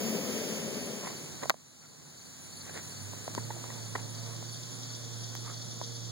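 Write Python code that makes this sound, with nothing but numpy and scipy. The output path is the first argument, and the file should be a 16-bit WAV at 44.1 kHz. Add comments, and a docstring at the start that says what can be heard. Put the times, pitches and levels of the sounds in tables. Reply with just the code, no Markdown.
"""On a lawn, insects sing all round and a far engine picks up speed. A monitor lizard pushes out one long
hiss through its throat and mouth, fading as its lungs empty. Fingers scuff, squeak and knock on the
camera, and one sharp click makes its gain control (automatic volume) duck and creep back. The camera
widens its stereo picture by cross-feeding its two microphone ports, the openings that let sound in."""
import sys
import numpy as np
from scipy import signal
from scipy.fft import rfft, irfft, next_fast_len
from scipy.io import wavfile
from scipy.ndimage import uniform_filter1d, map_coordinates

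SR = 44100
rng = np.random.default_rng(int(sys.argv[2]) if len(sys.argv) > 2 else 0)


def store_wav(level_fs):
    """Save 16-bit WAV to argv[1]."""
    pcm = np.round(np.clip(np.atleast_2d(level_fs), -1, 1) * 32767)
    wavfile.write(sys.argv[1], SR, pcm.T.astype(np.int16))


N = 269451


def amp(db):
    """Turn decibels into a number to multiply by."""
    return 10 ** (np.asarray(db) / 20)


def unit(x):
    """Scale x to an average strength (rms) of 1."""
    return x / np.sqrt(np.mean(x ** 2) + 1e-20)


def clock():
    """The time of every sample, in seconds."""
    return np.arange(N) / SR


def curves(rows):
    """Join rows of (time, values...) with straight lines: one curve for each value column."""
    times, *columns = np.transpose(rows)
    return [np.interp(clock(), times, column) for column in columns]


def wobble(rate):
    """A smooth curve through `rate` random values a second."""
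    return map_coordinates(rng.standard_normal(int(N * rate / SR) + 4), [clock() * rate])


def filtered(x, response):
    """Multiply each frequency in x by response(hz)."""
    n = x.shape[-1]
    padded = next_fast_len(n + 4096)
    return irfft(rfft(x, padded) * response(np.fft.rfftfreq(padded, 1 / SR)), padded)[..., :n]


def colour(points):
    """A filter response drawn through points of f/Hz, level/dB."""
    freqs, db = np.transpose(points)
    return lambda hz: amp(np.interp(np.log(hz + 1), np.log(freqs), db))


def bell(centre_hz, width_hz):
    """A filter response that favours one pitch and falls away on both sides."""
    return lambda hz: 1 / (1 + ((hz - centre_hz) / width_hz) ** 2 * 2)


def panned(x, pan_db):
    """x at the two ports, the left one pan_db louder."""
    return x * amp([[pan_db / 2], [-pan_db / 2]])


def rush(response, side_db, pan_db):
    """Filtered stereo noise of strength 1; side_db sets the part that the ports do not share."""
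    mid, side = filtered(rng.standard_normal((2, N)), response)
    side = side * amp(side_db)
    return unit(panned(np.array([mid + side, mid - side]), pan_db))


def swell(middle_s, length_s):
    """A smooth rise and fall of height 1."""
    return np.exp(-2 * np.minimum(((clock() - middle_s) / length_s) ** 2, 20))


def add(track, start_s, sound):
    """Mix a stereo sound into the track at start_s."""
    part = track[:, round(start_s * SR):][:, :sound.shape[1]]
    part += sound[:, :part.shape[1]]


def garden(chorus_db=-50):
    """Low outdoor rumble, airy hiss and the steady shrill of many insects."""
    # how loud the background is: t/s, rumble level/dB, air level/dB
    levels = [(0, -46, -49.5), (2.2, -51, -48.5), (3.1, -49.5, -47), (4.2, -49, -48.5), (6.11, -50, -51)]
    # tone of the rumble and of the airy hiss: f/Hz, level/dB
    rumble_tone = [(25, -67), (60, -24), (90, -7.5), (150, 2.5), (205, -4), (238, -1), (275, -5),
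                   (330, -7.5), (550, -9.5), (900, -15.5), (1500, -23), (2500, -42)]
    air_tone = [(500, -8), (1500, 3), (2500, -0.5), (3500, -0.5), (4400, 5), (5100, -6.5), (7200, 8),
                (8000, 1.5), (9500, 2), (11000, -11), (13500, -5.5), (15800, -6)]
    # pitches that the crowd of insects sings on: f/Hz, width/Hz, level/dB
    chorus_bands = [(4380, 900, -6), (5830, 120, -1), (6240, 140, -2.5), (6804, 106, 1.5), (7100, 40, 4)]
    rumble_db, air_db = curves(levels)
    rumble = amp(rumble_db + wobble(5.9)) * rush(colour(rumble_tone), side_db=-2, pan_db=-4)
    air = amp(air_db + 0.36 * wobble(4.89)) * rush(colour(air_tone), side_db=2, pan_db=-0.5)
    shrill = lambda hz: sum(amp(db) * bell(centre, width)(hz) for centre, width, db in chorus_bands)
    chorus = amp(chorus_db + 0.15 * wobble(12)) * rush(shrill, side_db=1, pan_db=-6)
    return rumble + air + chorus


def hums(waver_db=2.0, waver_rad=0.88):
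    """Two low hums waver in the distance."""
    # the faint hums: f/Hz, level/dB
    pitches = [(145.6, -64.5), (259, -66)]
    tone = np.zeros(N)
    for hz, db in pitches:
        strength = amp(db + waver_db * wobble(2.9))
        tone += strength * np.sin(2 * np.pi * hz * clock() + waver_rad * wobble(8))
    return panned(np.sqrt(2) * tone, pan_db=-5)


def engine(port_lag_rad=0.96, blur_rad=0.14, blur_rate=24, fade_db=1.2):
    """A far exhaust: each of its tones wavers on its way through the air; high ones blur to a drone."""
    # the engine picking up speed: t/s, firing rate/Hz, level/dB
    run = [(2.35, 89.4, -70), (2.62, 92.4, -60), (2.92, 97.7, -57.5), (3.05, 99.8, -46.5),
           (3.27, 107.1, -53.5), (3.41, 113.3, -46), (3.63, 116.2, -47), (3.77, 115.4, -45),
           (3.91, 109.3, -48), (4.03, 111.3, -44.7), (4.4, 114.6, -45.5), (4.65, 117.5, -48.5),
           (4.95, 117.4, -47.5), (5.19, 114.6, -44), (5.45, 115.9, -46.5), (5.75, 116.9, -49),
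           (6.11, 115.3, -43.5)]
    # tones of the exhaust: multiple of the firing rate, level/dB
    exhaust = [(1, 0.5), (2, -24.5), (3, -19.5), (4, -17.5), (5, -20), (6, -26.5)]
    firing_hz, db = curves(run)
    phase = 2 * np.pi * np.cumsum(firing_hz * (1 + 0.004 * wobble(25))) / SR
    ports = np.array([[0], [port_lag_rad]])
    drone = np.zeros((2, N))
    for k, tone_db in exhaust:
        strength = amp(tone_db + min(k, 3) * fade_db * wobble(7))
        blur = (k - 1) * blur_rad * wobble(blur_rate)
        drone += strength * np.sin(k * phase + blur + ports)
    return panned(amp(db) * np.sqrt(2) * drone, pan_db=-6.5)


def beats(song):
    """The time and level of each call, repeating evenly within each stretch of a song."""
    ends = [s - period / 2 for s, period, db in song[1:]] + [N / SR]
    return [(s, db) for (first, period, db), end in zip(song, ends)
            for s in np.arange(first, end, period)]


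def katydid(song, pitch_hz, far_db, pan_db, lisp_s=0.031, tooth_hz=126, fizz_db=-14, drift_hz=60):
    """Short high lisps over fainter far ones, buzzing as a row of wing teeth passes a scraper."""
    # overtones of a lisp: f/Hz, level/dB
    fizz_tone = [(5000, -36), (9000, 0), (11000, -38), (13500, 27), (15800, -8)]
    lisps = sum(amp(db) * swell(s, lisp_s) for s, db in beats(song))
    loudness = amp(far_db + 1.9 * wobble(19)) + amp(wobble(5)) * lisps
    pitch = pitch_hz + drift_hz * wobble(5.4)
    tooth_rate = tooth_hz * (1 + 0.0733 * wobble(12))
    teeth = 1 + 0.5 * np.sin(2 * np.pi * np.cumsum(tooth_rate) / SR)
    # low noise times a sine makes a narrow band of noise around the sine's pitch
    low_noise = rush(bell(0, width_hz=180), side_db=-0.5, pan_db=pan_db)
    wing = unit(low_noise * np.sin(2 * np.pi * np.cumsum(pitch) / SR))
    fizz = amp(fizz_db) * rush(colour(fizz_tone), side_db=-29, pan_db=-29)
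    return loudness * unit(teeth) * (wing + fizz)


def katydids():
    """Two katydids (bush crickets) sing out of step, each on its own pitch."""
    # stretches of each song: first lisp t/s, time between lisps/s, level/dB
    high_song = [(0.11, 0.19, -58.5), (1.7, 0.19, -58), (3.04, 0.2137, -59.5), (4.73, 0.23, -59)]
    low_song = [(2.42, 0.16, -55), (3.03, 0.247, -61.5), (4.52, 0.24, -60)]
    return (katydid(high_song, pitch_hz=10090, far_db=-70.5, pan_db=-10.5)
            + katydid(low_song, pitch_hz=9980, far_db=-67.5, pan_db=-2))


def cricket(pitch_hz=4490, drift_hz=20, sag_hz_per_s=9000, period_s=0.0406, stroke_s=0.0138,
            rough_db=2, scratch_rad=1.17, stray_s=0.0044, stray_db=0.8):
    """A chirp is three scratchy wing strokes that tend to grow; each drops in pitch as the wing slows."""
    # the chirps: middle t/s, level/dB
    chirps = [(0.13, -51), (0.47, -56), (0.79, -50), (1.13, -49), (1.469, -53), (1.865, -52), (2.22, -49.5),
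              (2.58, -46.5), (2.97, -50), (3.4, -50), (3.83, -49.5), (4.19, -48.5), (4.529, -46),
              (4.9, -49), (5.25, -47.5), (5.58, -46.5), (5.912, -49)]
    strokes = np.zeros(N)
    hz = pitch_hz + drift_hz * wobble(2.3)
    for s, db in chirps:
        for k, step_db in enumerate([-1.5, -0.3, 0.3]):
            early, strength = rng.standard_normal(2)
            middle = s + (k - 1) * period_s - stray_s * early
            strokes += amp(db + step_db + stray_db * strength) * swell(middle, stroke_s)
            since = clock() - middle
            hz -= sag_hz_per_s * since * (np.abs(since) < period_s / 2)
    scratch = scratch_rad * np.array([wobble(420), wobble(420)])
    wing = panned(np.sin(2 * np.pi * np.cumsum(hz) / SR + scratch), pan_db=-4)
    return strokes * unit(amp(rough_db * wobble(250)) * wing)


def rasping_insect(level_db=-47.5, half_up_s=3.98, rise_s=0.5, stroke_hz=10, stroke_s=0.005, buzz=0.7):
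    """An insect works up to a rasp of short strokes of uneven strength over a steadier buzz."""
    # tone of the rasp: f/Hz, level/dB
    rasp_tone = [(2500, -27), (3400, 3.5), (4000, -5), (5000, 1), (5800, 4), (7000, -6.5), (8500, -36),
                 (12000, -46)]
    effort = (1 + np.tanh((clock() - half_up_s) / rise_s / 2)) / 2
    cycles = clock() * stroke_hz + 0.21 * wobble(5.2)  # slightly uneven timing
    from_stroke_s = np.abs(cycles % 1 - 0.5) / stroke_hz
    strokes = buzz + amp(2.5 * wobble(17)) * np.exp(-from_stroke_s / stroke_s)
    loudness = effort * amp(level_db + 0.23 * wobble(9))
    return loudness * unit(strokes) * rush(colour(rasp_tone), side_db=-1.5, pan_db=0.5)


def scuffs(grain_db=4, width_hz=170, catches_per_s=700):
    """Skin slips over the camera's case in tiny catches; each slide favours one pitch."""
    # finger slides: middle t/s, half length/s, level/dB, main f/Hz, share of broad noise
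    slides = [(1.068, 0.13, -47.5, 1080, 0.27), (1.437, 0.037, -45.5, 1430, 0.35),
              (1.839, 0.048, -54.5, 1370, 0.15), (2.685, 0.083, -51.5, 1630, 0.8),
              (2.772, 0.065, -45, 1540, 1), (3.683, 0.35, -57, 925, 0.25), (3.96, 0.015, -40.5, 1547, 0.46),
              (3.99, 0.046, -50.5, 940, 0.35), (4.301, 0.21, -58.5, 1069, 0.29),
              (5.488, 0.094, -53, 1210, 0.11)]
    # tone of skin rubbing the case: f/Hz, level/dB
    rub_tone = [(40, -53), (200, 0), (500, 5), (1050, -5.5), (1500, -7.5), (2000, 1.5), (2800, -7.5),
                (8000, -11.5), (15000, -39)]
    track = np.zeros((2, N))
    for s, half_s, db, main_hz, broad_share in slides:
        t = np.arange(round(half_s * SR * 2)) / SR
        tone = lambda hz: colour(rub_tone)(hz) * (broad_share + bell(main_hz, width_hz)(hz))
        mid, side = filtered(rng.standard_normal((2, SR)), tone)[:, :len(t)]
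        rub = np.array([mid + side / 2, mid - side / 2])
        catches = map_coordinates(rng.standard_normal(1000), [t * catches_per_s], order=1)
        slide = unit(amp(grain_db * catches) * rub) * np.hanning(len(t)) ** 2
        add(track, s - half_s, panned(amp(db) * slide, pan_db=-14))
    return track


def squeaks(unsteady=0.053, octave_db=-14, port_lag_rad=0.96):
    """Skin sticks and slips evenly on the case: a tiny swelling ring with a weak octave above it."""
    # fingertip squeaks: middle t/s, length/s, level/dB, f/Hz, left minus right/dB
    slips = [(3.3812, 0.0043, -30.5, 994, 7), (3.507, 0.0048, -32, 874, 3.5),
             (3.9556, 0.003, -30.5, 1020, 9)]
    track = np.zeros((2, N))
    ports = np.array([[0], [port_lag_rad]])
    t = np.arange(SR // 25) / SR - 1 / 50  # zero at the middle of the squeak
    for s, length_s, db, hz, pan_db in slips:
        waver = map_coordinates(rng.standard_normal(16), [np.linspace(0, 15, len(t))])
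        phase = 2 * np.pi * np.cumsum(hz * (1 + unsteady * waver)) / SR + ports
        tone = np.sin(phase) + amp(octave_db) * np.sin(2 * phase)
        ring = tone * np.exp(-2 * (t / length_s) ** 2)
        add(track, s + t[0], panned(amp(db) * ring, pan_db))
    return track


def case_ring(t, main_hz, focus_db_per_octave=5, case_db=-10, spot_ring_s=0.0048, give_s=0.00075,
              port_rad=-1.185, apart_hz=1100):
    """The touched spot gives one quickly fading pitch and wakes the case's own pitches near it."""
    # pitches that the case rings at: f/Hz, level/dB, time to fade by 60 dB/s
    case_modes = [(240, -40, .012), (400, -22, 0.0093), (636, 4, 0.011), (958, -4, 0.022),
                  (1567, 5, 0.0081), (1874, -2, 0.016), (1930, -2.5, 0.013)]

    def mode(hz, ring_s):
        """One fading wave bends the case and reaches the ports out of step, less so if it is low."""
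        offset = min(hz / apart_hz, 1) * np.array([[port_rad], [-port_rad]])
        return amp(-60 * t / ring_s) * np.sin(2 * np.pi * hz * t + offset)

    case = sum(amp(case_db + db - focus_db_per_octave * abs(np.log2(hz / main_hz))) * mode(hz, ring_s)
               for hz, db, ring_s in case_modes)
    return (mode(main_hz, spot_ring_s) + case) * (1 - np.exp(-t / give_s))


def small_case(x, lowest_hz=210):
    """The case is too small to give off deep bass."""
    return signal.lfilter(*signal.butter(3, lowest_hz, "highpass", fs=SR), x)


def crack(t, tilt_db, life_s=0.000513, tilt_from_hz=1500):
    """The crack of a contact: a split-second burst that holds every frequency."""
    # tone of the crack: f/Hz, level/dB
    crack_tone = [(70, -45), (250, -7), (800, 11.5), (2000, -0.5), (4000, 0.5), (6700, 0), (10000, -11),
                  (13000, -9.5), (15800, -6.5)]
    snap = t / life_s * 2 * np.exp(1 - t / life_s * 2)
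    spectrum = rfft(rng.standard_normal((2, len(t))) * snap, 2 * len(t))
    burst = irfft(spectrum / (np.abs(spectrum) + 1e-9))[:, :len(t)]  # all frequencies made equal
    tone = lambda hz: colour(crack_tone)(hz) * amp(tilt_db * np.log2(np.maximum(hz / tilt_from_hz, 1)))
    return unit(small_case(filtered(burst, tone))) * np.sqrt(np.mean(snap ** 2))


def contacts(hard_top_hz=5960, hard_chatter_s=0.000069, soft_crack_db=-3.5, soft_tilt_db=-2):
    """List every hit on the case: hard clicks barely chatter; soft knocks have a weak, dull crack."""
    # sharp clicks: t/s, ring level/dB, crack level/dB, crack tilt/dB per octave, main f/Hz,
    # left minus right/dB
    clicks = [(1.4967, -11, -4, 0.5, 1580, -3.5), (1.5032, -7.5, -6, -5.5, 820, -1),
              (3.35, -47, -17, 2, 960, 0), (5.352, -39, -20, 0.5, 1360, 1)]
    # soft fingertip knocks: t/s, level/dB, main f/Hz, top f/Hz, chatter/s, left minus right/dB
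    taps = [(1.4269, -28.5, 680, 2000, 0.005, -3), (1.433, -26.5, 1010, 1800, 0.0062, -3),
            (1.4403, -31.5, 620, 1100, 0.002, -6), (1.4561, -26, 623, 1700, 0.0008, -6),
            (1.5135, -28, 800, 1100, 0.001, -7), (1.5422, -24.5, 597, 1190, 0.00009, -1),
            (3.1336, -33.5, 1010, 1410, 0.0001, 7), (3.2786, -24.5, 601, 1287, 0.00011, 4),
            (3.3773, -27, 383, 514, 0.0001, 15), (3.382, -32.5, 1500, 2400, 0.003, -4),
            (3.5057, -30.5, 857, 2383, 0.004, 3), (3.565, -34, 615, 1010, 0.0014, 2),
            (3.64, -29.5, 990, 1900, 0.0001, 4), (3.702, -34, 949, 2000, 0.0025, -7),
            (3.9523, -27.5, 460, 800, 0.0001, -2), (3.9522, -23.5, 1290, 2390, 0.0066, 8.5),
            (4.426, -32.5, 563, 1200, 0.0003, -1), (5.8138, -26.5, 850.3, 1137, 0.00011, 11)]
    hard = [(s, db, crack_db, tilt_db, hz, hard_top_hz, hard_chatter_s, pan_db)
            for s, db, crack_db, tilt_db, hz, pan_db in clicks]
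    soft = [(s, db, db + soft_crack_db, soft_tilt_db, hz, top_hz, chatter_s, pan_db)
            for s, db, hz, top_hz, chatter_s, pan_db in taps]
    return hard + soft


def knocks(chatter_share=0.18, ring_trim_db=-1, crack_trim_db=-7):
    """A fingertip pushes and chatters on the case, making it ring and crack."""
    track = np.zeros((2, N))
    t = np.arange(SR // 16) / SR
    for s, ring_db, crack_db, tilt_db, main_hz, top_hz, chatter_s, pan_db in contacts():
        force = chatter_share * rng.standard_normal((2, len(t))) * np.exp(-(t / chatter_s) ** 2)
        force[:, 0] += 1  # the push itself
        force = signal.lfilter(*signal.butter(4, top_hz, fs=SR), force)  # a softer tip is duller
        ring = small_case(signal.fftconvolve(force, case_ring(t, main_hz), axes=1)[:, :len(t)])
        ring /= np.abs(ring).max(axis=1, keepdims=True)
        sound = amp(ring_db + ring_trim_db) * ring + amp(crack_db + crack_trim_db) * crack(t, tilt_db)
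        add(track, s, panned(sound, pan_db))
    return track


def lizard(breath_db=-34.5, empty_s=1.55, taper=1.7, mouth_db=-4.5, mouth_growth=0.78,
           wander=0.0346, sag_per_s=0.06, sizzle_db=-14, sizzle_s=0.72):
    """One fading breath drives a fluttering rush in the throat and a smoother hiss at the mouth."""
    # tone of the throat, the mouth and the sizzle of the first push: f/Hz, level/dB
    throat_tone = [(60, -58), (110, -29), (170, -10), (220, 0.5), (310, -11), (400, -4), (580, -8),
                   (800, -21), (1200, -29), (2500, -52)]
    mouth_tone = [(300, -25), (900, -5), (1500, -1.5), (2200, 3), (3200, 2.5), (4000, -3.5), (4800, 2.5),
                  (6000, 2), (7000, 6), (7700, -9), (10000, -2), (11500, -11.5), (13500, -6), (15800, -9)]
    sizzle_tone = [(6000, -30), (11000, -10), (13000, -3), (15000, 0), (15800, -8)]
    flow_db = taper * 20 * np.log10(np.maximum(1 - (clock() / empty_s) ** 2, 1e-4))
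    # the throat's pitches wander and sink as it slackens: reading its noise slower lowers them
    speed = 1 + wander * wobble(7) - sag_per_s * (np.minimum(clock(), empty_s) - empty_s / 4)
    throat_noise = rush(colour(throat_tone), side_db=-20, pan_db=6)
    sinking = np.array([map_coordinates(port, [np.cumsum(speed)], order=1, mode="wrap")
                        for port in throat_noise])
    throat = amp(flow_db + 0.99 * wobble(23)) * sinking
    hiss_db = mouth_db + mouth_growth * flow_db + 0.6 * wobble(15.9)
    mouth = amp(hiss_db) * rush(colour(mouth_tone), side_db=1, pan_db=3.5)
    sizzle = amp(sizzle_db) * swell(0, sizzle_s) * rush(colour(sizzle_tone), side_db=-1, pan_db=2)
    return amp(breath_db) * (throat + mouth + sizzle)


def scene():
    """Everything that reaches the two ports."""
    return (lizard() + garden() + hums() + engine() + cricket() + katydids() + rasping_insect()
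            + knocks() + squeaks() + scuffs())


def widen(x, corner_hz=700, delay_s=16 / 44100):
    """Above the bass, each channel has the other port subtracted a moment later."""
    feed = lambda hz: 1 - np.exp(-(hz / corner_hz) ** 2)
    crossed = filtered(x[::-1], lambda hz: feed(hz) * np.exp(-2j * np.pi * hz * delay_s))
    return filtered(x - crossed, lambda hz: 1 / np.sqrt(1 + feed(hz) ** 2))


def gain_control(x, threshold_db=-27.5, attack_s=0.0097, release_db_per_s=8.5):
    """A loud peak slips through, then the volume drops by its excess and creeps back."""
    power = uniform_filter1d(np.mean(x ** 2, 0), size=128)
    excess_db = np.maximum(10 * np.log10(np.abs(power) + 1e-12) - threshold_db, 0)
    ramp = release_db_per_s * clock()
    cut_db = np.maximum.accumulate(excess_db + ramp) - ramp  # hold each cut and let it go steadily
    pole = np.exp(-1 / (attack_s * SR))
    for _ in range(2):  # smoothing makes the cut arrive a little late
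        cut_db = signal.lfilter([1 - pole], [1, -pole], cut_db)
    return x * amp(-cut_db)


def record(dry, whine_db=-79, whine_hz=15734, top_hz=15850):
    """The camera widens the sound, adds a thin electronic whine, ducks peaks and cuts the top treble."""
    whine = amp(whine_db) * np.sqrt(2) * np.sin(2 * np.pi * whine_hz * clock())
    return filtered(gain_control(widen(dry) + whine), lambda hz: hz < top_hz)


dry = scene()
out = record(dry)
store_wav(out)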